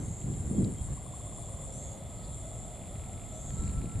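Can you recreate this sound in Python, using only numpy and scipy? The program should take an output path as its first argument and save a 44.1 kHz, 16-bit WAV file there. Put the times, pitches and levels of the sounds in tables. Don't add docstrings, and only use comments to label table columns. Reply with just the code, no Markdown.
import sys
import numpy as np
from scipy import signal
from scipy.fft import rfft, irfft
from scipy.io import wavfile

SR = 44100
rng = np.random.default_rng(int(sys.argv[2]) if len(sys.argv) > 2 else 0)


def waveform_to_disk(signal):
    frames = np.transpose(np.atleast_2d(signal))
    scaled = np.clip(frames, -1, 1) * 32767
    samples = np.round(scaled).astype(np.int16)
    wavfile.write(sys.argv[1], SR, samples)


N = 176400
T = np.arange(N) / SR

# (centre [Hz], width [Hz], level [dB], left-right likeness [0..1], left over right [dB],
# right lag [samples])
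CHORUS_BANDS = [(2058, 126, -75, 0.86, -2, 0), (7437, 510, -51.5, 1, 0, 0.26),
                (9104, 690, -60, 0.64, 1, 1.07), (10900, 1140, -69.5, 0.72, 6, 2)]
# (start [s], length [s], level [dB])
BUZZ_SWELLS = [(0.08, 0.78, -51.5), (1.12, 0.8, -52.5), (2.152, 0.69, -53.5), (3.214, 0.63, -49.5)]
# (start [s], length [s], relative level [dB])
KATYDID_CHIRPS = [(0.03, 0.073, -59), (.24, .042, -65), (0.362, 0.057, -59), (0.482, 0.055, -55.5),
                  (.585, 0.067, -56), (0.693, 0.062, -55), (0.794, 0.089, -55.5), (0.91, 0.083, -57),
                  (1.016, 0.084, -56), (1.132, .072, -55.5), (1.242, 0.079, -57), (1.354, 0.089, -55),
                  (1.48, 0.076, -55.5), (1.597, 0.085, -55), (1.71, 0.078, -56)]
# (start [s], length [s], level [dB])
WHISTLES = [(-.038, 0.31, -57), (1.714, 0.28, -55), (3.32, .29, -57.5)]
# (time [s], relative level [dB])
BIRD_PIPS = [(0.8828, -51), (0.975, -47.5), (1.061, -49), (1.1365, -47), (1.202, -51.5), (1.2678, -51.5),
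             (1.323, -50), (1.38, -51), (1.4335, -55), (1.4863, -53), (1.537, -53.5), (1.587, -51),
             (1.635, -51), (1.6834, -65)]
# (start [s], length [s], pitch [Hz], level [dB])
FAR_CALLS = [(.468, .04, 1980, -69), (.557, .036, 3260, -66), (.622, .026, 3330, -68),
             (.766, .057, 3260, -66), (1.36, .08, 680, -55), (1.49, .54, 540, -56.5),
             (1.912, .045, 808, -57), (2.17, .07, 755, -58), (2.42, .09, 655, -54.5),
             (2.67, .07, 700, -55.5), (2.88, .08, 585, -56), (3.05, .08, 765, -58), (3.31, .09, 630, -55.5),
             (3.39, .08, 560, -56)]
# (start [s], length [s], pitch [Hz], level [dB])
TWITTERS = [(1.808, 0.15, 4450, -76), (2.17, 0.2, 4230, -71), (3.497, 0.39, 4080, -70.5),
            (3.62, .094, 5220, -78)]
# (time [s], pitch [Hz], level [dB])
WHINE_CURVE = [(0, 1224, -91), (1.6, 1253, -79), (2.08, 1271, -67.5), (2.8, 1305, -73.5),
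               (3.05, 1312, -67.5), (3.35, 1305, -68.5), (3.57, 1316, -60), (3.7, 1338, -59.5),
               (3.785, 1320, -57.5), (3.805, 1318, -66), (3.88, 1342, -60), (4, 1348, -64)]
# (time [s], relative level [dB])
RUMBLE_LEVELS = [(0, -34.5), (.19, -53), (.28, -40.5), (.38, -43.5), (.49, -35), (.53, -43), (.61, -37),
                 (.68, -40), (.76, -45), (.82, -42.5), (.93, -35), (1.03, -66.5), (3.47, -49.5),
                 (3.54, -38.5), (3.62, -34), (3.8, -37), (3.89, -43.5), (4, -35)]
# (frequency [Hz], relative density [dB])
RUMBLE_SPECTRUM = [(15, -32), (35, 0.5), (80, 1.5), (130, 1.5), (200, -7), (320, -18.5), (600, -33.5),
                   (1500, -38), (5000, -58.5)]
# (time [s], level [dB])
FLUTTER_LEVELS = [(0, -40.5), (.18, -55.5), (.29, -36.5), (.42, -50), (.52, -35), (.6, -28.5), (.69, -33),
                  (.77, -49), (1.05, -100), (3.48, -77), (3.62, -45), (3.75, -61), (3.83, -40.5), (4, -72)]
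# (frequency [Hz], relative density [dB])
FLUTTER_SPECTRUM = [(30, -39), (100, -3.5), (170, 4), (320, -4), (450, -12), (700, -30.5), (1500, -75),
                    (5000, -68)]
# (frequency [Hz], left-right likeness [-1..1])
GUST_LIKENESS = [(25, 0.18), (55, 0.68), (120, 1), (300, 0.7), (1500, 0.85)]
# (time [s], relative level [dB], pitch [Hz])
BUFFETS = [(.109, -28, 95), (.2425, -26, 135), (.2995, -24.5, 120), (.3275, -28, 135), (.402, -26.5, 90),
           (.449, -26, 75), (.511, -21.5, 200), (.5835, -17, 187), (.5935, -20.5, 100), (.631, -16.5, 126),
           (.66, -22, 200), (.809, -26, 80), (.928, -27, 65), (3.595, -22, 66), (3.686, -24.5, 66),
           (3.774, -23, 56.7), (3.82, -27, 85), (3.843, -30, 250), (3.954, -28, 90)]
# (centre [Hz], width [Hz], level [dB])
MOTOR_BANDS = [(3468, 60, -68.6), (3380, 330, -75), (650, 150, -56.2)]
# (time [s], relative level [dB])
LENS_STEPS = [(2.757, -53), (2.777, -54), (2.817, -53), (2.837, -50), (2.857, -53), (2.877, -51),
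              (2.957, -52), (2.997, -52), (3.017, -54), (3.037, -51), (3.057, -52), (3.097, -54),
              (3.137, -53), (3.177, -52), (3.197, -53), (3.217, -51.5), (3.237, -52), (3.637, -53),
              (3.657, -55), (3.677, -47.5), (3.697, -51), (3.737, -51), (3.777, -54), (3.817, -47.5),
              (3.857, -49), (3.897, -50), (3.917, -51), (3.957, -50.5)]
# (frequency [Hz], gain [dB], time to fall 60 dB [s])
BARREL_MODES = [(2410, -2.5, 0.011), (2680, 1, 0.0047), (4000, -11, 0.0033)]
# (time [s], level [dB], centre [Hz], width [Hz], decay [s])
SNAPS = [(.219, -54.5, 3200, 1600, .003), (.338, -55, 3600, 1400, .003), (.645, -45.5, 4250, 850, .0027),
         (.6455, -55, 2900, 900, .003), (3.5058, -45.5, 2300, 4040, .0017)]
# (frequency [Hz], relative density [dB])
AIR_SPECTRUM = [(20, -11), (55, 3), (85, -1), (112, 3), (160, -5), (240, -10.5), (330, -15), (480, -17),
                (680, -17), (900, -23), (1250, -28.5), (1650, -36.5), (2080, -32), (2350, -35), (2800, -37),
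                (3300, -33.5), (4150, -35), (5100, -44.5), (6200, -46.5), (8000, -32.5), (10000, -38.5),
                (12000, -39.5), (13200, -29.5), (15000, -35)]
# (frequency [Hz], left-right likeness [clipped to -1..1])
AIR_LIKENESS = [(25, -0.26), (55, 0.85), (120, 0.93), (330, 0.74), (1700, 0.72), (4000, 1), (6200, 1),
                (9000, 0.7), (11000, -.15), (14000, -1.1)]


def chorus(flicker_db=1.5):
    out = 0
    for hz, width, db, alike, pan_db, lag in CHORUS_BANDS:
        shrill = band(white_pair(alike), hz, width)
        out += from_db(db + flicker_db * drift(2.4)) * place(shrill, pan_db, lag)
    return out


def buzzer(pulse_hz=173.7):
    effort = sum(from_db(db) * gate(s, length, rise=.26, fall=.25) for s, length, db in BUZZ_SWELLS)
    cycle = np.cumsum(pulse_hz * (1 + .026 * drift(12.7))) / SR % 1
    scrapes = white_pair(alike=.96) * np.sin(np.pi * cycle)
    return effort * band(scrapes, hz=7410, width_hz=570)


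def katydid(stroke_hz=125, pitch_hz=8960, sweep_hz=1100, jitter_hz=130):
    effort = sum(from_db(db - 1) * gate(s, length, rise=.021, fall=.0053)
                 for s, length, db in KATYDID_CHIRPS)
    stroke = np.cumsum(stroke_hz * (1 + .027 * drift(15))) / SR % 1
    falling_hz = pitch_hz + sweep_hz * (.5 - stroke) + jitter_hz * drift(920)
    scrape = rms_one(np.sin(np.pi * stroke) ** 2 * sine(falling_hz))
    return place([effort * scrape] * 2, pan_db=11.5, lag=1.2)


def whistles(from_hz=5350, to_hz=6840, glide_s=.06, trill_hz=92, trill_depth=.4):
    out = 0
    for s, length, db in WHISTLES:
        hz = to_hz + (from_hz - to_hz) * np.exp(-np.maximum(T - s, 0) / glide_s)
        trill = 1 + trill_depth * sine(trill_hz * (1 + .1 * drift(30))) / np.sqrt(2)
        waver_hz = (25 + .09 * (to_hz - hz)) * drift(425)
        rasp = from_db(-10) * sine(hz - 100) * drift(200)
        swell = gate(s, length, rise=.17, fall=.06) ** .68
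        out += from_db(db) * swell * trill * (sine(hz + waver_hz) + rasp)
    return foliage(out, wet_db=-9, t60=.25)


def bird_pips(pip_s=.014, from_hz=930, to_hz=1200):
    out = 0
    for s, db in BIRD_PIPS:
        hz = np.interp(T - s + .0033, [0, pip_s], [from_hz, to_hz])
        out += from_db(db - 1.5) * gate(s - .003, pip_s, rise=.0072, fall=.0078) * sine(hz)
    return foliage(out, wet_db=-12, t60=.2)


def far_calls(hoarseness=.012):
    out = 0
    for s, length, hz, db in FAR_CALLS:
        voice = sine(hz * (1 + hoarseness * drift(107)))
        out += from_db(db) * gate(s, length, rise=.0069, fall=.0077) * voice
    return foliage(out, wet_db=-9, t60=.2)


def twitters(spread_hz=300, flicker_db=4.7):
    out = 0
    for s, length, hz, db in TWITTERS:
        level = from_db(db + flicker_db * drift(17)) * gate(s, length, rise=.022, fall=.04)
        out += level * sine(hz + spread_hz * drift(148.1))
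    return foliage(out, wet_db=-15, t60=.14)


def whine(flicker_db=2.2):
    hz, db = in_time(WHINE_CURVE)
    level = from_db(db + flicker_db * drift(13))
    mid = sine(hz + 7 * drift(24.5))
    side = sine(hz + 15 * drift(60))
    return level * pair(mid, side, alike=.86)


def gusts():
    rumble = from_db(in_time(RUMBLE_LEVELS)[0] + 1) * noise(RUMBLE_SPECTRUM, GUST_LIKENESS)
    flutter = from_db(in_time(FLUTTER_LEVELS)[0]) * noise(FLUTTER_SPECTRUM, GUST_LIKENESS)
    return rumble + flutter


def buffets(decay_cycles=.88):
    out = 0
    for s, db, hz in BUFFETS:
        cycles = np.maximum(T - s, 0) * hz
        envelope = np.exp(-cycles / decay_cycles) * (1 - np.exp(-6 * cycles))
        out += from_db(db + 3) * envelope * np.sin(2 * np.pi * cycles)
    return out


def zoom_motor():
    whir = sum(from_db(db) * band(white_pair(alike=.94), hz, width) for hz, width, db in MOTOR_BANDS)
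    return whir * gate(start=.98, length=2.54, rise=.1, fall=.011)


def lens_ticks():
    s, db = np.transpose(LENS_STEPS)
    out = 0
    for hz, mode_db, t60 in BARREL_MODES:
        steps = np.zeros(N)
        steps[(s * SR).astype(int)] = from_db(db + mode_db + .5 * rng.standard_normal(len(s)))
        radius, angle = from_db(-60 / (t60 * SR)), 2 * np.pi * hz / SR
        resonator = [1, -2 * radius * np.cos(angle), radius ** 2]
        out += signal.lfilter([0, np.sin(angle)], resonator, steps + 1e-18)
    return out


def snaps():
    out = 0
    for s, db, hz, width, decay in SNAPS:
        tail = rng.standard_normal(N) * (T > s) * np.exp(-np.abs(T - s) / decay)
        impulse = np.diff(1.0 * (T > s), prepend=0) * np.sqrt(decay * SR)
        time_share = decay * SR / 2 / N
        out += from_db(db) * band(impulse + tail, hz, width) * np.sqrt(time_share)
    return out


def air():
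    return from_db(-42) * noise(AIR_SPECTRUM, AIR_LIKENESS)


def foliage(x, wet_db, t60):
    tail = rng.standard_normal((2, SR)) * from_db(-60 * T[:SR] / t60)
    tail /= np.sqrt(np.sum(tail ** 2, axis=1, keepdims=True))
    scatter = signal.fftconvolve(x[None], tail, axes=1)[:, :N]
    return (x + from_db(wet_db) * scatter) / np.sqrt(1 + from_db(2 * wet_db))


def from_db(db):
    return 10 ** (np.asarray(db) / 20)


def rms_one(x):
    return x / np.sqrt(np.mean(x ** 2) + 1e-20)


def in_time(rows):
    s, *columns = np.transpose(rows)
    return [np.interp(T, s, column) for column in columns]


def at_hz(points, hz):
    frequencies, values = np.transpose(points)
    return np.interp(np.log(hz + 1), np.log(frequencies), values)


def drift(rate_hz):
    hz = np.arange(N // 2 + 1) * SR / N
    return rms_one(irfft(rfft(rng.standard_normal(N)) / (1 + (hz / rate_hz) ** 2), N))


def band(x, hz, width_hz):
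    edges = np.clip([hz - width_hz / 2, hz + width_hz / 2], 20, .45 * SR)
    return rms_one(signal.sosfilt(signal.butter(2, edges, "band", fs=SR, output="sos"), x + 1e-18))


def gate(start, length, rise, fall):
    return np.clip((T - start) / rise, 0, 1) * np.clip((start + length - T) / fall, 0, 1)


def sine(hz):
    return np.sqrt(2) * np.sin(2 * np.pi * np.cumsum(hz) / SR)


def pair(mid, side, alike):
    alike = np.clip(alike, -1, 1)
    return (np.sqrt(1 + alike) * mid + np.sqrt(1 - alike) * side * np.array([[1], [-1]])) / np.sqrt(2)


def white_pair(alike):
    return pair(*rng.standard_normal((2, N)), alike)


def place(x, pan_db, lag):
    delay = np.exp(-2j * np.pi * np.arange(N // 2 + 1) * lag / N)
    late_right = irfft(rfft(x[1]) * delay, N)
    return np.array([x[0] * from_db(pan_db / 2), late_right * from_db(-pan_db / 2)])


def noise(spectrum, likeness):
    hz = np.arange(N // 2 + 1) * SR / N
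    white = pair(*rfft(rng.standard_normal((2, N))), at_hz(likeness, hz))
    return rms_one(irfft(white * from_db(at_hz(spectrum, hz)), N))


def scene():
    insects = chorus() + buzzer() + katydid()
    among_leaves = whistles() + bird_pips() + far_calls() + twitters()
    at_microphone = gusts() + buffets() + zoom_motor() + lens_ticks()
    return insects + among_leaves + whine() + at_microphone + snaps() + air()


def record(dry, cutoff_hz=14200):
    return signal.sosfilt(signal.cheby2(12, 70, cutoff_hz, fs=SR, output="sos"), dry)


dry = scene()
out = record(dry)
waveform_to_disk(out)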